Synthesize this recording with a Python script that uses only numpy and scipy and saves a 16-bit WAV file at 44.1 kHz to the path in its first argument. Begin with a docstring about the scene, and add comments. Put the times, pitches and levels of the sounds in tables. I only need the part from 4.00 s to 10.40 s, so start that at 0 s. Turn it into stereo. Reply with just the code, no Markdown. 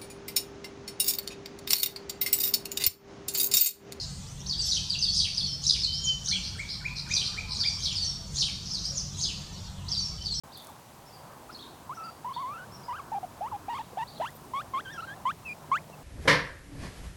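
"""Small birds sing in a leafy tree, over soft outdoor air, a low hum and distant birds. The near bird opens
with a buzz under a thin high call from further off, then trades sweeping twitters with harsh two-voiced chirps
and more buzzes. Around two seconds another bird holds a thin whistle; then one further off repeats a low
scooping note six times. Two last twitters close the scene. Each note is a near-pure tone from a bird's syrinx,
scattered by branches and leaves."""
import sys
import numpy as np
from scipy import signal
from scipy.fft import rfft, irfft
from scipy.io import wavfile
from scipy.ndimage import uniform_filter1d

SR = 44100
rng = np.random.default_rng(int(sys.argv[2]) if len(sys.argv) > 2 else 0)


def generate_wav(sig):
    """Save sig (samples, or channels by samples) to the path in sys.argv[1] as 16-bit PCM at SR."""
    pcm = np.round(np.clip(np.atleast_2d(sig).T, -1, 1) * 32767).astype(np.int16)
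    wavfile.write(sys.argv[1], SR, pcm)


N = 282240
TIME = np.arange(N) / SR
FREQS = np.arange(N // 2 + 1) * SR / N
SIDES = np.array([[1], [-1]])  # adds to the left, subtracts from the right


def undb(db):
    """Decibels to gain."""
    return 10 ** (np.asarray(db) / 20)


def unit(x):
    """Scale to rms 1."""
    return x / np.sqrt(np.mean(x ** 2))


def walk(rate_hz, count):
    """Smooth random wander with a spread of 1."""
    step = np.arange(count) * rate_hz / SR
    return 1.226 * np.interp(step, np.arange(4096), rng.standard_normal(4096))


def add(track, start, sound):
    """Mix a sound into the track at a time in seconds."""
    i = int(start * SR)
    sound = sound[max(-i, 0):max(N - i, 0)]
    i = max(i, 0)
    track[i:i + len(sound)] += sound


def noise(points):
    """Noise coloured by an EQ curve of (Hz, dB) points."""
    hz, db = np.transpose(points)
    gain = undb(np.interp(np.log(FREQS + 1), np.log(hz), db))
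    return unit(irfft(rfft(rng.standard_normal(N)) * gain, N))


def patchy(x, spread_db, size=2048):
    """Let each narrow band flicker on its own."""
    cells = signal.stft(x, nperseg=size)[2]
    flicker = uniform_filter1d(rng.standard_normal(cells.shape), size=3, axis=-1)
    flicker = unit(uniform_filter1d(flicker, size=2, axis=-2))
    return unit(signal.istft(cells * undb(spread_db * flicker), nperseg=size)[1][..., :N])


def syrinx(hz, db, rough, flutter_db, overtone_db, edge_s=0.00047):
    """A near-pure tone with a weak octave; the membrane trembles in pitch and strength."""
    n = len(hz)
    phase = 2 * np.pi * np.cumsum(hz * (1 + rough * walk(1100, n))) / SR
    i = np.arange(n)
    edges = np.sin(np.pi / 2 * np.clip(np.minimum(i, n - i) / (edge_s * SR), 0, 1)) ** 2
    tone = np.sin(phase) + undb(overtone_db) * np.sin(2 * phase)
    return np.sqrt(2) * tone * edges * undb(db + flutter_db * walk(500, n))


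def sweep(points, rough, flutter_db, overtone_db, warble=0):
    """A syllable gliding through (s, Hz, dB) points with rounded turns; returns start and sound."""
    s, hz, db = np.transpose(points)
    s = np.sort(s)
    t = np.arange(s[0] - .002, s[-1] + .002, 1 / SR)
    pitch, loudness = (uniform_filter1d(np.interp(t, s, curve), size=160) for curve in (hz, db))
    pitch = pitch * (1 + warble * walk(261, len(t)))
    return t[0], syrinx(pitch, loudness, rough, flutter_db, overtone_db)


def repeat(shape, cues, **voice):
    """One syllable sung on every cue, each time at its own level and pitch."""
    out = np.zeros(N)
    for at, db, pitch in cues:
        start, sound = sweep(np.array(shape) * [1, pitch, 1], **voice)
        add(out, at + start, undb(db) * sound)
    return out


def phrase(contours, **voice):
    """Notes sung once, each with its own contour."""
    out = np.zeros(N)
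    for points in contours:
        add(out, *sweep(points, **voice))
    return out


def beak(x, top_hz=9600):
    """Throat and beak damp the highest overtones."""
    return signal.sosfilt(signal.butter(6, top_hz, fs=SR, output="sos"), x)


def canopy(x, direct_db, branch_db, leaf_db, t60, branch_s=0.019, width=0.55):
    """Branches return a few sharp early echoes; leaves and trunks add a diffuse tail."""
    t = TIME[:SR]
    grain = rng.standard_normal((4, SR))
    sparse = rng.random(SR) < 500 / SR
    early = (grain[0] + width * SIDES * grain[1]) * sparse * np.exp(-t / branch_s) * (t > .002)
    tail = (grain[2] + width * SIDES * grain[3]) * undb(-60 * t / t60) * (1 - np.exp(-t / 0.0075))
    response = (undb(branch_db) * unit(early) + undb(leaf_db) * unit(tail)) / np.sqrt(SR)
    response[:, 0] += undb(direct_db)
    return signal.fftconvolve(x[None], response, axes=1)[:, :N]


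# Slapback off the nearest trunks. Each row: delay in seconds, level in dB.
TRUNK_ECHOES = [(.0075, -16), (0.0147, -16.5), (0.026, -22.5), (0.042, -13.5)]
def trunks(x):
    """Each near trunk throws back one clear copy, so that sweeps overlap themselves."""
    out = x.copy()
    for delay, db in TRUNK_ECHOES:
        add(out, delay, undb(db) * x)
    return out


# The bed: two EQ curves and the hum's tones. Each row: frequency in Hz, relative level in dB.
AIR_EQ = [(150, 6), (250, -1), (400, -1.5), (1100, -6.5), (2200, -11), (2700, -9), (3300, -4.5),
          (5200, -13), (7300, -7.5), (9000, -17), (12000, -30.5)]
RUMBLE_EQ = [(15, -17), (30, -15), (38, -3.5), (50, 1.5), (86, -1), (115, -5), (190, -5), (250, -19.5),
             (390, -33), (660, -110)]
HUM_TONES = [(92.5, -47), (140.3, -46.5), (187.6, -54)]
def outdoor_bed(air_db=-51, air_width=0.62, rumble_db=-43, rumble_width=0.12, hum_db=-2, left_db=-0.4):
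    """Soft air, wide and gently swelling, over a centred rumble and a wavering hum."""
    air = patchy(noise(AIR_EQ), spread_db=4) + air_width * SIDES * noise(AIR_EQ)
    air = air * undb(air_db + 1.4 * walk(4.255, N))
    rumble = (noise(RUMBLE_EQ) + rumble_width * SIDES * noise(RUMBLE_EQ)) * undb(rumble_db)
    hum = 0
    for hz, db in HUM_TONES:
        phase = 2 * np.pi * np.cumsum(hz + 1.472 * walk(8, N)) / SR
        hum = hum + np.sin(phase) * undb(db + hum_db + 3.4 * walk(8.9, N))
    return (air + rumble + hum) * undb(left_db * SIDES)


# Colour of the far rush. Each row: frequency in Hz, relative level in dB.
RUSH_EQ = [(350, -45), (700, 2), (950, 4.5), (1300, 2), (1900, -40)]
# Its swells. Each row: crest time in seconds, level in dB.
RUSH_SWELLS = [(0, -63), (3.35, -55), (5.8, -59)]
def far_rush(width=0.15, fade_db_per_s=10.5):
    """A soft, patchy midrange rush from far off."""
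    swell = sum(undb(db - fade_db_per_s * np.abs(TIME - at)) for at, db in RUSH_SWELLS)
    mid, side = (patchy(noise(RUSH_EQ), spread_db=6) for _ in range(2))
    return (mid + width * SIDES * side) * swell


def distant_birds(level_db=-55.5, count=90):
    """Many birds far off, twittering the near bird's syllables at other pitches."""
    out = np.zeros(N)
    shapes = CHIP, PEAL, ARCH, RISE, FALL
    for when, which, pitch, softness in rng.random((count, 4)):
        points = np.array(shapes[int(which * len(shapes))]) * [1, .65 + .75 * pitch, 1]
        _, sound = sweep(points, rough=.015, flutter_db=2.5, overtone_db=-40)
        add(out, when * N / SR, unit(sound) * undb(-8 * softness))
    return undb(level_db) * unit(out)


# One held whistle and a list of two faint ones. Each row: time in seconds, pitch in Hz, level in dB.
LONG_WHISTLE = [(1.87, 3060, -47), (1.962, 3100, -51), (2.0, 3122, -39.5), (2.028, 3144, -47),
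                (2.072, 3094, -33.5), (2.118, 3059, -36), (2.23, 3040, -55)]
BRIEF_WHISTLES = [
    [(1.46, 3130, -54), (1.484, 3123, -50), (1.57, 3150, -59)],
    [(6.18, 3120, -59), (6.194, 2960, -51), (6.225, 3140, -50)],
]
def whistling_bird():
    """Thin, clean whistles that barely move in pitch."""
    return phrase([LONG_WHISTLE, *BRIEF_WHISTLES], rough=0.0047, flutter_db=0.5, overtone_db=-38)


# The scooping note. Each row: seconds from the accent, pitch in Hz, relative level in dB.
SCOOP = [(-.046, 1764, -23), (-.034, 1434, -16.5), (-.022, 1334, -25), (-.003, 2018, -11),
         (.001, 2240, -2.5), (.013, 2400, 2.5), (.02, 2473, -9.5), (.032, 2656, -20)]
# Its cues. Each row: accent time in seconds, level in dB, pitch factor.
SCOOP_CUES = [(2.322, -34, 0.99), (2.594, -31.5, .955), (2.853, -29, 1.022), (3.109, -29.5, 1.034),
              (3.378, -31.5, 1.01), (3.649, -32.5, 0.99)]
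def scooping_bird():
    """A low, smooth note that sags and then swings upward."""
    return repeat(SCOOP, SCOOP_CUES, rough=.004, flutter_db=.5, overtone_db=-38)


# The opening call. Each row: time in seconds, pitch in Hz, level in dB.
HIGH_CALL = [(0, 6840, -48.5), (.15, 7550, -55), (.3, 8060, -58.5), (.38, 7250, -62), (.405, 5700, -39)]
def high_call():
    """A thin, quavering note that climbs, then drops."""
    return phrase([HIGH_CALL], rough=.06, flutter_db=4.5, overtone_db=-40, warble=0.076)


# Buzz cues. Each row: start in seconds, length in seconds, centre pitch in Hz, level in dB.
BUZZ_CUES = [(-.05, 0.1, 4770, -35), (0.629, 0.077, 5160, -40), (1.116, 0.14, 5200, -33.5),
             (2.422, 0.084, 4960, -38), (2.678, 0.091, 4865, -35.5), (2.951, 0.076, 4965, -36),
             (3.225, 0.076, 4880, -33.5), (3.48, 0.11, 4850, -37), (4.247, 0.2, 6700, -55),
             (4.642, 0.25, 5650, -42.5)]
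def buzzes(trill_hz=130, depth_hz=650, attack_s=0.015, release_s=0.032):
    """The pitch is shaken up and down so fast that the note rasps."""
    out = np.zeros(N)
    for at, length, hz, db in BUZZ_CUES:
        n = int(length * SR)
        t = TIME[:n]
        shake = np.sin(2 * np.pi * np.cumsum(trill_hz * (1 + 0.146 * walk(79.8, n))) / SR)
        swell = np.clip(np.minimum(t / attack_s, (length - t) / release_s), 0, 1)
        pitch = hz + depth_hz * shake
        tone = syrinx(pitch, db - 2 * shake, rough=0.0464, flutter_db=3.5, overtone_db=-20.5)
        add(out, at, swell * tone)
    return beak(out)


# Colour of the bird's breath. Each row: frequency in Hz, relative level in dB.
BREATH_EQ = [(2000, -53), (3200, 5), (5500, 7.5), (7200, 2), (9100, 1.5), (10200, -8.5), (11400, -11),
             (12500, -70)]
def breath(envelope, spread_db, size):
    """A grainy rasp of turbulent air that follows an envelope."""
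    return patchy(noise(BREATH_EQ), spread_db, size) * envelope


# The chirp's two voices. Each row: seconds from the accent, pitch in Hz, relative level in dB.
CHIRP_LOW = [(-.062, 3200, -26), (-.027, 3950, -10), (-.018, 5350, 0), (-.008, 5650, -5), (.003, 4100, -5),
             (.021, 3280, -3), (.037, 3700, -11.5), (.056, 3100, -8), (.08, 2243, -22)]
CHIRP_HIGH = [(-.068, 5665, -18.5), (-.04, 6440, -7.5), (-.024, 7120, -56), (-.008, 5902, -10),
              (.003, 4277, 0.5), (.012, 4450, 5), (.02, 4050, -13.5), (.05, 4400, -29)]
# Its breath envelope. Each row: seconds from the accent, relative level in dB.
BREATH_SWELL = [(-.1, -32), (-.045, -11.5), (0, -16.5), (.04, -20), (.08, -19)]
# Chirp cues. Each row: accent time in seconds, level in dB, pitch factor.
CHIRP_CUES = [(0.711, -27, 1.06), (1.192, -27.5, 1.038), (1.688, -26.5, 1.055), (2.304, -29, 1.008),
              (3.159, -27.5, 1.056), (3.853, -29.5, .99), (4.408, -26.5, 1.067), (5.233, -28.5, 1.054)]
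def chirps(stroke_s=0.0252, stroke_db=3):
    """Both sides of the syrinx sound at once, the low one in quick strokes, wrapped in breath."""
    low = repeat(CHIRP_LOW, CHIRP_CUES, rough=0.0361, flutter_db=4.5, overtone_db=-25, warble=0.0404)
    high = repeat(CHIRP_HIGH, CHIRP_CUES, rough=0.0388, flutter_db=4, overtone_db=-22, warble=0.0347)
    # the air pressure pulses in step with the nearest accent
    lags = TIME - np.array(CHIRP_CUES)[:, :1]
    from_accent = lags[np.abs(lags).argmin(axis=0), np.arange(N)]
    strokes = undb(stroke_db * (np.cos(2 * np.pi * (from_accent - .008) / stroke_s) + 0.15))
    s, swell_db = np.transpose(BREATH_SWELL)
    swell = sum(undb(db + np.interp(TIME - at, s, swell_db, left=-np.inf, right=-np.inf))
                for at, db, _ in CHIRP_CUES)
    return beak(low * strokes + high) + breath(swell, spread_db=10, size=256)


# A twitter's three syllables; the chip is cued at the start, the dip and peal at the leap.
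# Each row: seconds from the cue, pitch in Hz, relative level in dB.
CHIP = [(-.005, 3933, -18), (.003, 5886, -4), (.009, 6400, -20.5), (.02, 6100, -18), (.029, 5320, -3.5),
        (.038, 4820, -3.5), (.057, 4640, -6.5), (.066, 3653, -12), (.082, 3552, -22)]
DIP = [(-.038, 4680, -7.5), (-.018, 4522, 2), (-.003, 4330, -1)]
PEAL = [(-.002, 4474, 1), (.006, 6250, -5), (.022, 5480, -2.5), (0.077, 5336, -1.5)]
# Twitter cues. Each row: start in seconds, seconds to the leap, then level in dB and pitch factor
# for the chip, the dip and the peal in turn.
TWITTER_CUES = [(.467, .149, -26.5, .975, -31, 1.045, -33, .98),
                (0.988, .115, -26, .99, -29.5, 1.0, -37, .99),
                (1.346, 0.12, -28.5, 0.96, -33, .975, -36, .98),
                (3.57, 0.12, -27.5, 0.97, -28.5, 1.064, -38, 1.01),
                (3.927, .115, -29, 1.0, -32, 1.0, -33.5, 1.015),
                (5.889, 0.11, -29.5, 1.004, -33, 1.026, -35, 1.012),
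                (6.222, 0.12, -32.5, 0.95, -35, 0.95, -34, 0.99)]
def twitters(voice):
    """A chip flicks up and falls, a purer dip sags, and a peal leaps up to ring on one pitch."""
    at, leap, chip_db, chip_pitch, dip_db, dip_pitch, peal_db, peal_pitch = np.transpose(TWITTER_CUES)
    chips = repeat(CHIP, zip(at, chip_db, chip_pitch), **voice)
    dips = repeat(DIP, zip(at + leap, dip_db, dip_pitch),
                  rough=0.01, flutter_db=1, overtone_db=-37, warble=0.0079)
    peals = repeat(PEAL, zip(at + leap, peal_db, peal_pitch),
                   rough=0.0061, flutter_db=2.2, overtone_db=-42, warble=0.0086)
    return chips + dips + peals


# A flourish's three syllables. Each row: seconds from its own cue, pitch in Hz, relative level in dB.
ARCH = [(-.012, 4340, -13), (.001, 5286, -4), (.022, 5170, -6), (.037, 4400, -3), (.072, 3860, -11)]
RISE = [(-.018, 3914, -9), (0, 5100, -3.5), (.024, 5500, -11), (.054, 5600, -7)]
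FALL = [(-.05, 6750, -26), (-.026, 7020, -21), (0, 6630, -6), (.02, 5500, -5), (.041, 4740, -7)]
# Cues for whole flourishes and for the fall alone. Each row: time in seconds, level in dB, pitch factor.
FLOURISH_CUES = [(1.8, -30.5, .995), (4.715, -31.5, 1.005)]
LONE_FALL_CUES = [(0.736, -32, 1.0)]
def flourishes(voice, rise_after_s=.141, fall_after_s=.252):
    """An arch, a rise and a long fall in quick succession; once the fall is sung alone."""
    whole = sum(repeat(shape, np.array(FLOURISH_CUES) + [after, 0, 0], **voice)
                for shape, after in ((ARCH, 0), (RISE, rise_after_s), (FALL, fall_after_s)))
    return whole + repeat(FALL, LONE_FALL_CUES, **voice)


# One slide to the bottom of the voice. Each row: time in seconds, pitch in Hz, level in dB.
SLIDE = [(0.882, 4364, -50), (0.892, 5700, -41.5), (0.905, 4570, -31), (0.928, 4490, -34.5),
         (0.955, 2733, -35), (0.992, 2685, -72)]
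def song(breath_db=-14.5):
    """The near bird's clear syllables, with a little breath riding on their strength."""
    voice = dict(rough=0.0235, flutter_db=4, overtone_db=-42, warble=0.0137)
    notes = beak(twitters(voice) + flourishes(voice) + phrase([SLIDE], **voice))
    strength = uniform_filter1d(np.abs(notes), size=600)
    return notes + undb(breath_db) * breath(strength, spread_db=9.5, size=512)


def scene():
    """Each singer reaches the microphone through its own stretch of foliage."""
    chorus = canopy(distant_birds(), direct_db=-2.5, branch_db=-2.5, leaf_db=-3, t60=0.65)
    whistles = canopy(whistling_bird(), direct_db=0, branch_db=1.5, leaf_db=-4.5, t60=0.69)
    scoops = canopy(scooping_bird(), direct_db=-3, branch_db=-5, leaf_db=-5, t60=0.87)
    harsh_calls = chirps() + buzzes() + high_call()
    harsh = canopy(trunks(harsh_calls), direct_db=-3.5, branch_db=-3, leaf_db=-5, t60=0.88)
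    clear = canopy(trunks(song()), direct_db=-0.06, branch_db=-1.5, leaf_db=-3, t60=0.94)
    return outdoor_bed() + far_rush() + chorus + whistles + scoops + harsh + clear


def record(dry, port_hz=8800, port_width_hz=900, port_db=5.5, turn_rad=2.1, turn_width_hz=1900,
           right_db=.5, hiss_db=-61, top_hz=15400):
    """The left microphone port rings and turns phase in the treble; both sides hiss; the top is cut."""
    resonance = undb(port_db * np.exp(-((FREQS - port_hz) / port_width_hz) ** 2))
    phase_turn = np.exp(-1j * turn_rad * np.exp(-((FREQS - port_hz) / turn_width_hz) ** 2))
    left = irfft(rfft(dry[0]) * resonance * phase_turn, N)
    right = dry[1] * undb(right_db)
    hiss = undb(hiss_db) * rng.standard_normal((2, N))
    high_cut = signal.ellip(10, .2, 70, top_hz, fs=SR, output="sos")
    return signal.sosfilt(high_cut, np.array([left, right]) + hiss)


dry = scene()
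out = record(dry)
generate_wav(out)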